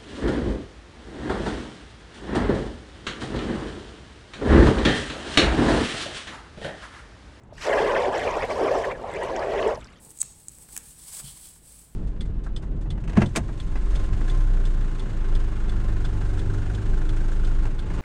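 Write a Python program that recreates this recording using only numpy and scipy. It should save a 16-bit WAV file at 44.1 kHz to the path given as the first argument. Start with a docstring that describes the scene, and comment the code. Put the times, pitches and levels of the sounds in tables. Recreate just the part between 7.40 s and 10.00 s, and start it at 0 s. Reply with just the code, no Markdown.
"""A dense gurgle of bubbles, blown by gas from a can held nozzle down in a tray of soapy foam.
The jet hisses first, then its puffs ring a gas pocket under the foam while bubbles of all sizes
churn and glug. Now and then the gas spurts through the surface with a falling squelch.
Soap films pop, and the collapsing foam keeps fizzing after the gas stops.
The small room adds a short, dull tail and a faint rumble."""
import sys
import numpy as np
from scipy import signal
from scipy.io import wavfile
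from scipy.ndimage import uniform_filter1d

SR = 44100
rng = np.random.default_rng(int(sys.argv[2]) if len(sys.argv) > 2 else 0)


def generate_wav(signal):
    """Clip the signal to [-1, 1] and save it as 16-bit WAV at the path in sys.argv[1]."""
    frames = np.transpose(np.atleast_2d(signal))
    scaled = np.clip(frames, -1, 1) * 32767
    pcm = np.round(scaled).astype(np.int16)
    wavfile.write(sys.argv[1], SR, pcm)


N = 114660
T = np.arange(N) / SR

# Envelopes are fader rides, colours are EQ curves; all their levels are relative.
# swells of the large bubbles and the gas pocket: (time [s], level [dB])
GURGLE_ENVELOPE = [(0.23, -53), (0.26, -28.5), (0.29, -21), (0.46, -21), (0.47, -24), (0.6, -21.5),
                   (0.63, -25.5), (0.68, -20.5), (0.72, -30.5), (0.77, -23.5), (0.81, -30), (0.88, -23),
                   (0.91, -33.5), (0.96, -28), (0.97, -24), (1.01, -39.5), (1.04, -20.5), (1.07, -44),
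                   (1.1, -24.5), (1.15, -31.5), (1.22, -20), (1.3, -24), (1.32, -19), (1.34, -25.5),
                   (1.36, -19), (1.44, -31.5), (1.48, -23), (1.5, -35), (1.53, -26), (1.54, -40),
                   (1.7, -33.5), (1.72, -43), (1.75, -30.5), (1.86, -28), (1.88, -34), (1.92, -27),
                   (1.93, -28.5), (2.3, -23.5), (2.34, -27), (2.36, -47), (2.38, -42), (2.41, -65)]
# round body of the large bubbles: (frequency [Hz], level [dB])
GURGLE_EQ = [(220, -22), (310, -8), (400, -1.5), (470, -4.5), (560, 3.5), (660, -3), (760, -3.5)]
# resonances of the gas pocket under the foam: (centre pitch [Hz], relative level [dB], t60 [s])
POCKET_MODES = [(407, -0.5, 0.026), (553.5, 1, 0.035), (688, -7.5, 0.058), (990, -13, 0.02)]
# single large bubbles: (time [s], level [dB], starting pitch [Hz], t60 [s])
GLUG_CUES = [(0.124, -29, 614, 0.025), (0.278, -18, 620, 0.039), (0.667, -18, 550, 0.032),
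             (0.871, -15.5, 536, 0.065), (0.970, -13.5, 590, 0.031), (1.312, -22, 544, 0.088),
             (1.359, -14, 600, 0.054), (1.642, -21, 760, .035), (1.693, -23, 754, 0.02),
             (2.143, -15.5, 793, 0.035), (2.262, -15, 435, 0.15), (2.375, -25, 614, 0.036)]
# surges of the middle-sized bubbles: (time [s], level [dB])
BURBLE_ENVELOPE = [(0.19, -61), (0.27, -33), (0.42, -26), (0.45, -38), (0.49, -27), (0.64, -30.5),
                   (0.7, -34.5), (0.75, -26), (0.8, -46), (0.89, -30), (1.04, -33.5), (1.07, -43.5),
                   (1.12, -30.5), (1.14, -49), (1.16, -33.5), (1.28, -29.5), (1.33, -40), (1.35, -28),
                   (1.38, -37), (1.52, -33), (1.54, -55), (1.65, -39), (1.8, -44.5), (1.83, -28.5),
                   (1.86, -40), (1.9, -30.5), (1.94, -49), (1.99, -31), (2.12, -45), (2.14, -33),
                   (2.18, -37), (2.29, -30), (2.38, -45.5), (2.41, -65)]
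# midrange of those bubbles: (frequency [Hz], level [dB])
BURBLE_EQ = [(760, 5), (1030, 6), (1160, -6.5), (1330, -7.5)]
# churn of the small bubbles around the nozzle: (time [s], level [dB])
FROTH_ENVELOPE = [(0.15, -81), (0.22, -37), (0.32, -29), (0.33, -27.5), (0.37, -37.5), (0.38, -26),
                  (0.41, -32.5), (0.52, -30), (0.53, -37), (0.56, -29), (0.64, -37.5), (0.65, -31.5),
                  (0.71, -45), (0.74, -32), (0.99, -38.5), (1.03, -29.5), (1.07, -49), (1.09, -44),
                  (1.11, -33.5), (1.14, -45), (1.26, -34.5), (1.43, -40.5), (1.45, -33), (1.47, -47),
                  (1.52, -35), (1.53, -61.5), (1.55, -46), (1.58, -57.5), (1.74, -40), (1.75, -39.5),
                  (1.8, -44), (1.82, -38), (1.95, -43.5), (1.96, -34.5), (1.99, -44.5), (2.03, -34.5),
                  (2.05, -43), (2.2, -33), (2.21, -50), (2.23, -36.5), (2.32, -38), (2.42, -73.5)]
# bright edge of the small bubbles: (frequency [Hz], level [dB])
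FROTH_EQ = [(1100, -3), (1400, -4), (1750, 3), (2100, -1.5), (2700, -7.5), (3200, -8.5), (3700, -16)]
# gas breaking the surface: (time [s], level [dB], starting pitch [Hz], length [s])
SPURT_CUES = [(0.177, -42.5, 1900, 0.014), (0.315, -29, 1913, 0.037), (0.372, -32, 1870, 0.017),
              (0.546, -27, 1850, 0.037), (0.805, -37, 1983, .025), (0.868, -32, 2590, 0.016),
              (0.935, -37, 2570, 0.02), (1.015, -35, 2240, .035), (1.102, -35.5, 2300, 0.015),
              (1.267, -36.5, 2500, .03), (1.341, -31, 1210, 0.024), (1.436, -31, 1950, 0.021),
              (1.45, -32, 1150, 0.01), (1.5, -38, 1855, 0.015), (1.511, -35, 2430, 0.015),
              (1.537, -47, 1880, .033), (1.745, -35, 2100, 0.0085), (1.76, -38, 2410, 0.015),
              (1.811, -36, 2070, 0.025), (2.023, -36, 1770, 0.013), (2.178, -36.5, 2020, .028)]
# push of the gas jet: (time [s], level [dB])
JET_ENVELOPE = [(0.122, -94), (0.131, -65.5), (0.17, -59), (0.22, -44), (0.265, -41), (0.30, -47),
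                (0.45, -46), (0.58, -49), (0.66, -50), (0.71, -55), (0.75, -48.5), (0.81, -48), (0.88, -48),
                (0.93, -51), (1.04, -49), (1.07, -53.5), (1.11, -48), (1.17, -50.5), (1.39, -48),
                (1.52, -56), (1.54, -66), (1.65, -66), (1.73, -54.5), (1.79, -56), (1.84, -53.5),
                (1.89, -54.5), (2.02, -55), (2.2, -51.5), (2.32, -53.5), (2.37, -77), (2.41, -87)]
# airy hiss of the jet: (frequency [Hz], level [dB])
JET_EQ = [(900, -9.5), (1800, -1.5), (2700, 1.5), (4000, 0), (5300, 0), (6200, -4), (8000, -7.5),
          (10000, -16.5), (12000, -21), (13000, -31), (14500, -34)]
# soap films bursting: (time [s], level [dB], pitch [Hz])
POP_CUES = [(0.035, -54.5, 7500), (0.780, -32.5, 7600), (0.796, -41.5, 8200), (1.051, -51, 11000),
            (1.738, -41, 7850), (1.834, -35.5, 8650), (1.849, -47, 9800), (1.963, -31.5, 6100),
            (1.994, -35, 4500), (2.227, -24.5, 2920), (2.277, -35, 7600), (2.348, -39.5, 5900),
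            (2.355, -34.5, 5060), (2.375, -50, 10500), (2.403, -46, 7600), (2.411, -40.5, 3340),
            (2.427, -41, 2420), (2.444, -39, 5300), (2.471, -43.5, 4730)]
# bed of collapsing foam: (time [s], level [dB])
FIZZ_ENVELOPE = [(0.12, -85), (0.3, -53), (1.5, -58.5), (2.0, -60), (2.42, -55.5), (2.5, -59.5),
                 (2.6, -61.5)]
# sparkle of the tiny bubbles: (frequency [Hz], level [dB])
FIZZ_EQ = [(1100, 7), (2000, 7), (3000, 3.5), (5500, -6), (8000, -5.5), (10000, -12), (12000, -22)]
# rise and fall of the room's rumble: (time [s], level [dB])
RUMBLE_ENVELOPE = [(0, -47), (0.2, -46), (0.45, -39), (0.7, -41.5), (1.1, -39.5), (1.6, -43), (2.3, -40.5),
                   (2.6, -53)]
# low weight of the rumble: (frequency [Hz], level [dB])
RUMBLE_EQ = [(20, -9), (44, 1.5), (80, -5), (120, -8), (200, -11), (400, -19), (700, -20), (1500, -30.5),
             (4000, -47.5), (10000, -57)]


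def gurgle():
    """The body of the sound: large bubbles break away while the gas pocket rings."""
    pocket = from_db(-0.5) * gas_pocket()
    loose = bubbles(GURGLE_EQ, per_s=450, ring_cycles=24.4, swell_cycles=1.7, spread_db=3, glide=0.22)
    return from_db(-0.74) * fader(GURGLE_ENVELOPE) * steady(loose + pocket)


def gas_pocket(puffs_per_s=140, jitter=.35, flicker_db=4.94, wander_share=.05):
    """Uneven puffs ring a pocket of gas, muffled by the foam above it; rms 1."""
    gaps_s = np.exp(jitter * rng.standard_normal(1000)) / puffs_per_s
    onsets = (np.cumsum(gaps_s) * SR).astype(int)
    puffs = np.bincount(onsets[onsets < N], minlength=N)
    modes = 0
    for k, (hz, db, t60) in enumerate(POCKET_MODES):
        modes += (-1) ** k * from_db(db + flicker_db * drift(hz=29.5)) * ring(puffs, hz, t60)
    muffled = bandpass(modes, 297, 960)
    # varispeed: the pitch wanders as the pocket swells and shrinks
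    warped_time = np.cumsum(1 + wander_share * drift(hz=13.99)) / SR
    return rms_one(np.interp(warped_time, T, muffled, right=0))


def glugs(attack_s=0.0013, rise_share_per_s=1.1):
    """Now and then one large bubble rings out, bending up in pitch as it nears the surface."""
    out = 0
    for start, db, hz, t60 in GLUG_CUES:
        age = np.clip(T - start, 0, 2 * t60)
        tone = np.sin(2 * np.pi * hz * age * (1 + rise_share_per_s * age / 2))
        out += from_db(db - 60 * age / t60) * fade_in(age, attack_s) * tone
    return out


def burble():
    """Middle-sized bubbles fill the mids in surges of their own."""
    swarm = bubbles(BURBLE_EQ, per_s=420, ring_cycles=34.8, swell_cycles=2.25, spread_db=3, glide=0.26)
    return from_db(-0.5) * fader(BURBLE_ENVELOPE) * steady(swarm)


def froth():
    """Small bubbles churn around the nozzle, a bright, wet layer on top."""
    swarm = bubbles(FROTH_EQ, per_s=1300, ring_cycles=45.5, swell_cycles=7.1,
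                    spread_db=2.5, glide=-0.098)
    return from_db(-2) * fader(FROTH_ENVELOPE) * steady(swarm)


def spurts(fall_octaves_per_s=7.3, width_hz=170):
    """Squelches: gas sings in a swelling hollow of the foam, so the pitch dives."""
    out, rasp_cos, rasp_sin = 0, drift(width_hz), drift(width_hz)
    for start, db, hz, length in SPURT_CUES:
        age = np.clip(T - start, 0, length)
        phase = 2 * np.pi * np.cumsum(hz * 2 ** (-fall_octaves_per_s * age)) / SR
        breathy_tone = rasp_cos * np.cos(phase) + rasp_sin * np.sin(phase)
        out += from_db(db) * np.sin(np.pi * age / length) * breathy_tone
    return out


def jet(trim_db=2.5, flutter_db=1.5):
    """The hiss flutters as foam closes over the nozzle and is blown clear."""
    flutter = from_db(trim_db + flutter_db * drift(hz=82))
    return flutter * fader(JET_ENVELOPE) * banded_noise(JET_EQ, flicker_db=3.2)


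def pops(attack_s=0.0004, t60=0.011, edge_ratio=1.095):
    """Single soap films burst, each with a brief, faintly pitched tick."""
    out, noise = 0, rng.standard_normal(N)
    for start, db, hz in POP_CUES:
        age = np.maximum(T - start, 0)
        tick = steady(bandpass(noise, hz / edge_ratio, hz * edge_ratio), span_s=.002)
        out += from_db(db - 60 * age / t60) * fade_in(age, attack_s) * tick
    return out


def fizz():
    """Fresh foam keeps collapsing in countless tiny bubbles; the tiniest merge into a hush."""
    grains = bubbles(FIZZ_EQ, per_s=2000, ring_cycles=52, swell_cycles=1.7, spread_db=7.5)
    hush = from_db(-2) * banded_noise(FIZZ_EQ, flicker_db=3.5, count=12)
    return fader(FIZZ_ENVELOPE) * (grains + hush)


def room(sound, t60=0.091, predelay_s=.004, damping_hz=4350):
    """The small room answers with a short, dull tail."""
    tail = rng.standard_normal(N) * from_db(-60 * T / t60) * (T > predelay_s)
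    tail = signal.sosfilt(signal.butter(1, damping_hz, fs=SR, output="sos"), tail)
    return signal.fftconvolve(sound, tail / np.linalg.norm(tail))[:N]


def rumble():
    """Faint, low room tone under everything."""
    return fader(RUMBLE_ENVELOPE) * banded_noise(RUMBLE_EQ, flicker_db=2.5)


def bubbles(eq, per_s, ring_cycles, swell_cycles, spread_db, glide=0, pool=6000):
    """Randomly born bubbles swell, then ring down 60 dB as their pitch bends by the share `glide`."""
    draws, out = rng.random((pool, 5)), np.zeros(N + SR)
    born = draws[:, 0] < per_s * N / SR / pool
    low_hz, high_hz = eq[0][0], eq[-1][0]
    for _, when, pitch, strength, start_phase in draws[born]:
        hz = low_hz * (high_hz / low_hz) ** pitch
        cycles = np.arange(int(ring_cycles / hz * SR)) * hz / SR
        accent_db = spread_db * min(-np.log(1 - strength), 3)  # a few stand out
        gain = hz * from_db(at_hz(eq, hz) + accent_db)
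        shape = fade_in(cycles, swell_cycles) * from_db(-60 * cycles / ring_cycles)
        tone = np.sin(2 * np.pi * (start_phase + cycles * (1 + glide / 2 * cycles / ring_cycles)))
        onset = int(when * N)
        out[onset:onset + len(cycles)] += gain * shape * tone
    return rms_one(out[:N])


def banded_noise(eq, flicker_db, count=24):
    """Noise in bands, each flickering by itself; rms 1."""
    edges = np.geomspace(eq[0][0], eq[-1][0], count + 1)
    white, out = rng.standard_normal((2, N)), 0
    for k, (low, high) in enumerate(zip(edges, edges[1:])):
        band_db = at_hz(eq, np.sqrt(low * high)) + flicker_db * drift(hz=42)
        out += from_db(band_db) * bandpass(white[k % 2], low, high)
    return rms_one(out)


def ring(clicks, hz, t60):
    """A unit click sets a decaying sine ringing."""
    radius, angle = 10 ** (-3 / (t60 * SR)), 2 * np.pi * hz / SR
    return signal.lfilter([0, np.sin(angle)], [1, -2 * radius * np.cos(angle), radius ** 2], clicks + 1e-18)


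def drift(hz):
    """Smooth random modulation, mostly slower than `hz`; rms 1."""
    pole = np.exp(-2 * np.pi * hz / SR)
    wander = signal.lfilter([1], [1, -2 * pole, pole * pole], rng.standard_normal(N + SR))
    return rms_one(wander[SR:])


def steady(x, span_s=.016):
    """Leveller: evens out slow swings, as a constant feed of gas does."""
    power = np.abs(uniform_filter1d(x ** 2, int(span_s * SR)))
    return x / np.sqrt(power + 1e-12)


def fader(envelope):
    """Gain over time, fading at 300 dB a second beyond the envelope's ends."""
    times, db = np.transpose(envelope)
    outside_s = np.maximum(0, np.maximum(times[0] - T, T - times[-1]))
    return from_db(np.interp(T, times, db) - 300 * outside_s)


def fade_in(age, attack):
    """A rounded attack from 0 to 1."""
    return 1 - np.exp(-(age / attack) ** 2)


def at_hz(eq, hz):
    """Read an EQ curve in dB on a log-frequency axis."""
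    freqs, db = np.transpose(eq)
    return np.interp(np.log(hz), np.log(freqs), db)


def bandpass(x, low_hz, high_hz):
    """Keep one band, with gentle skirts."""
    return signal.sosfilt(signal.butter(2, [low_hz, high_hz], "band", fs=SR, output="sos"), x)


def from_db(db):
    """Decibels to gain."""
    return 10 ** (np.asarray(db) / 20)


def rms_one(x):
    """Scale to rms 1."""
    return x / np.sqrt(np.mean(x ** 2) + 1e-20)


def scene(reverb_db=-17.5):
    """Mono mix: the tray up front, the rumble and the room's tail behind."""
    tray = gurgle() + burble() + froth() + jet() + spurts() + glugs() + pops() + fizz()
    return (tray + rumble() + from_db(reverb_db) * room(tray))[None]


def record(dry, rolloff_hz=12100, stop_hz=15000):
    """The microphone rolls off the highs, and a steep filter cuts the very top."""
    dull = signal.sosfilt(signal.butter(8, rolloff_hz, fs=SR, output="sos"), dry)
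    return signal.sosfilt(signal.cheby2(14, 70, stop_hz, fs=SR, output="sos"), dull)


dry = scene()
out = record(dry)
generate_wav(out)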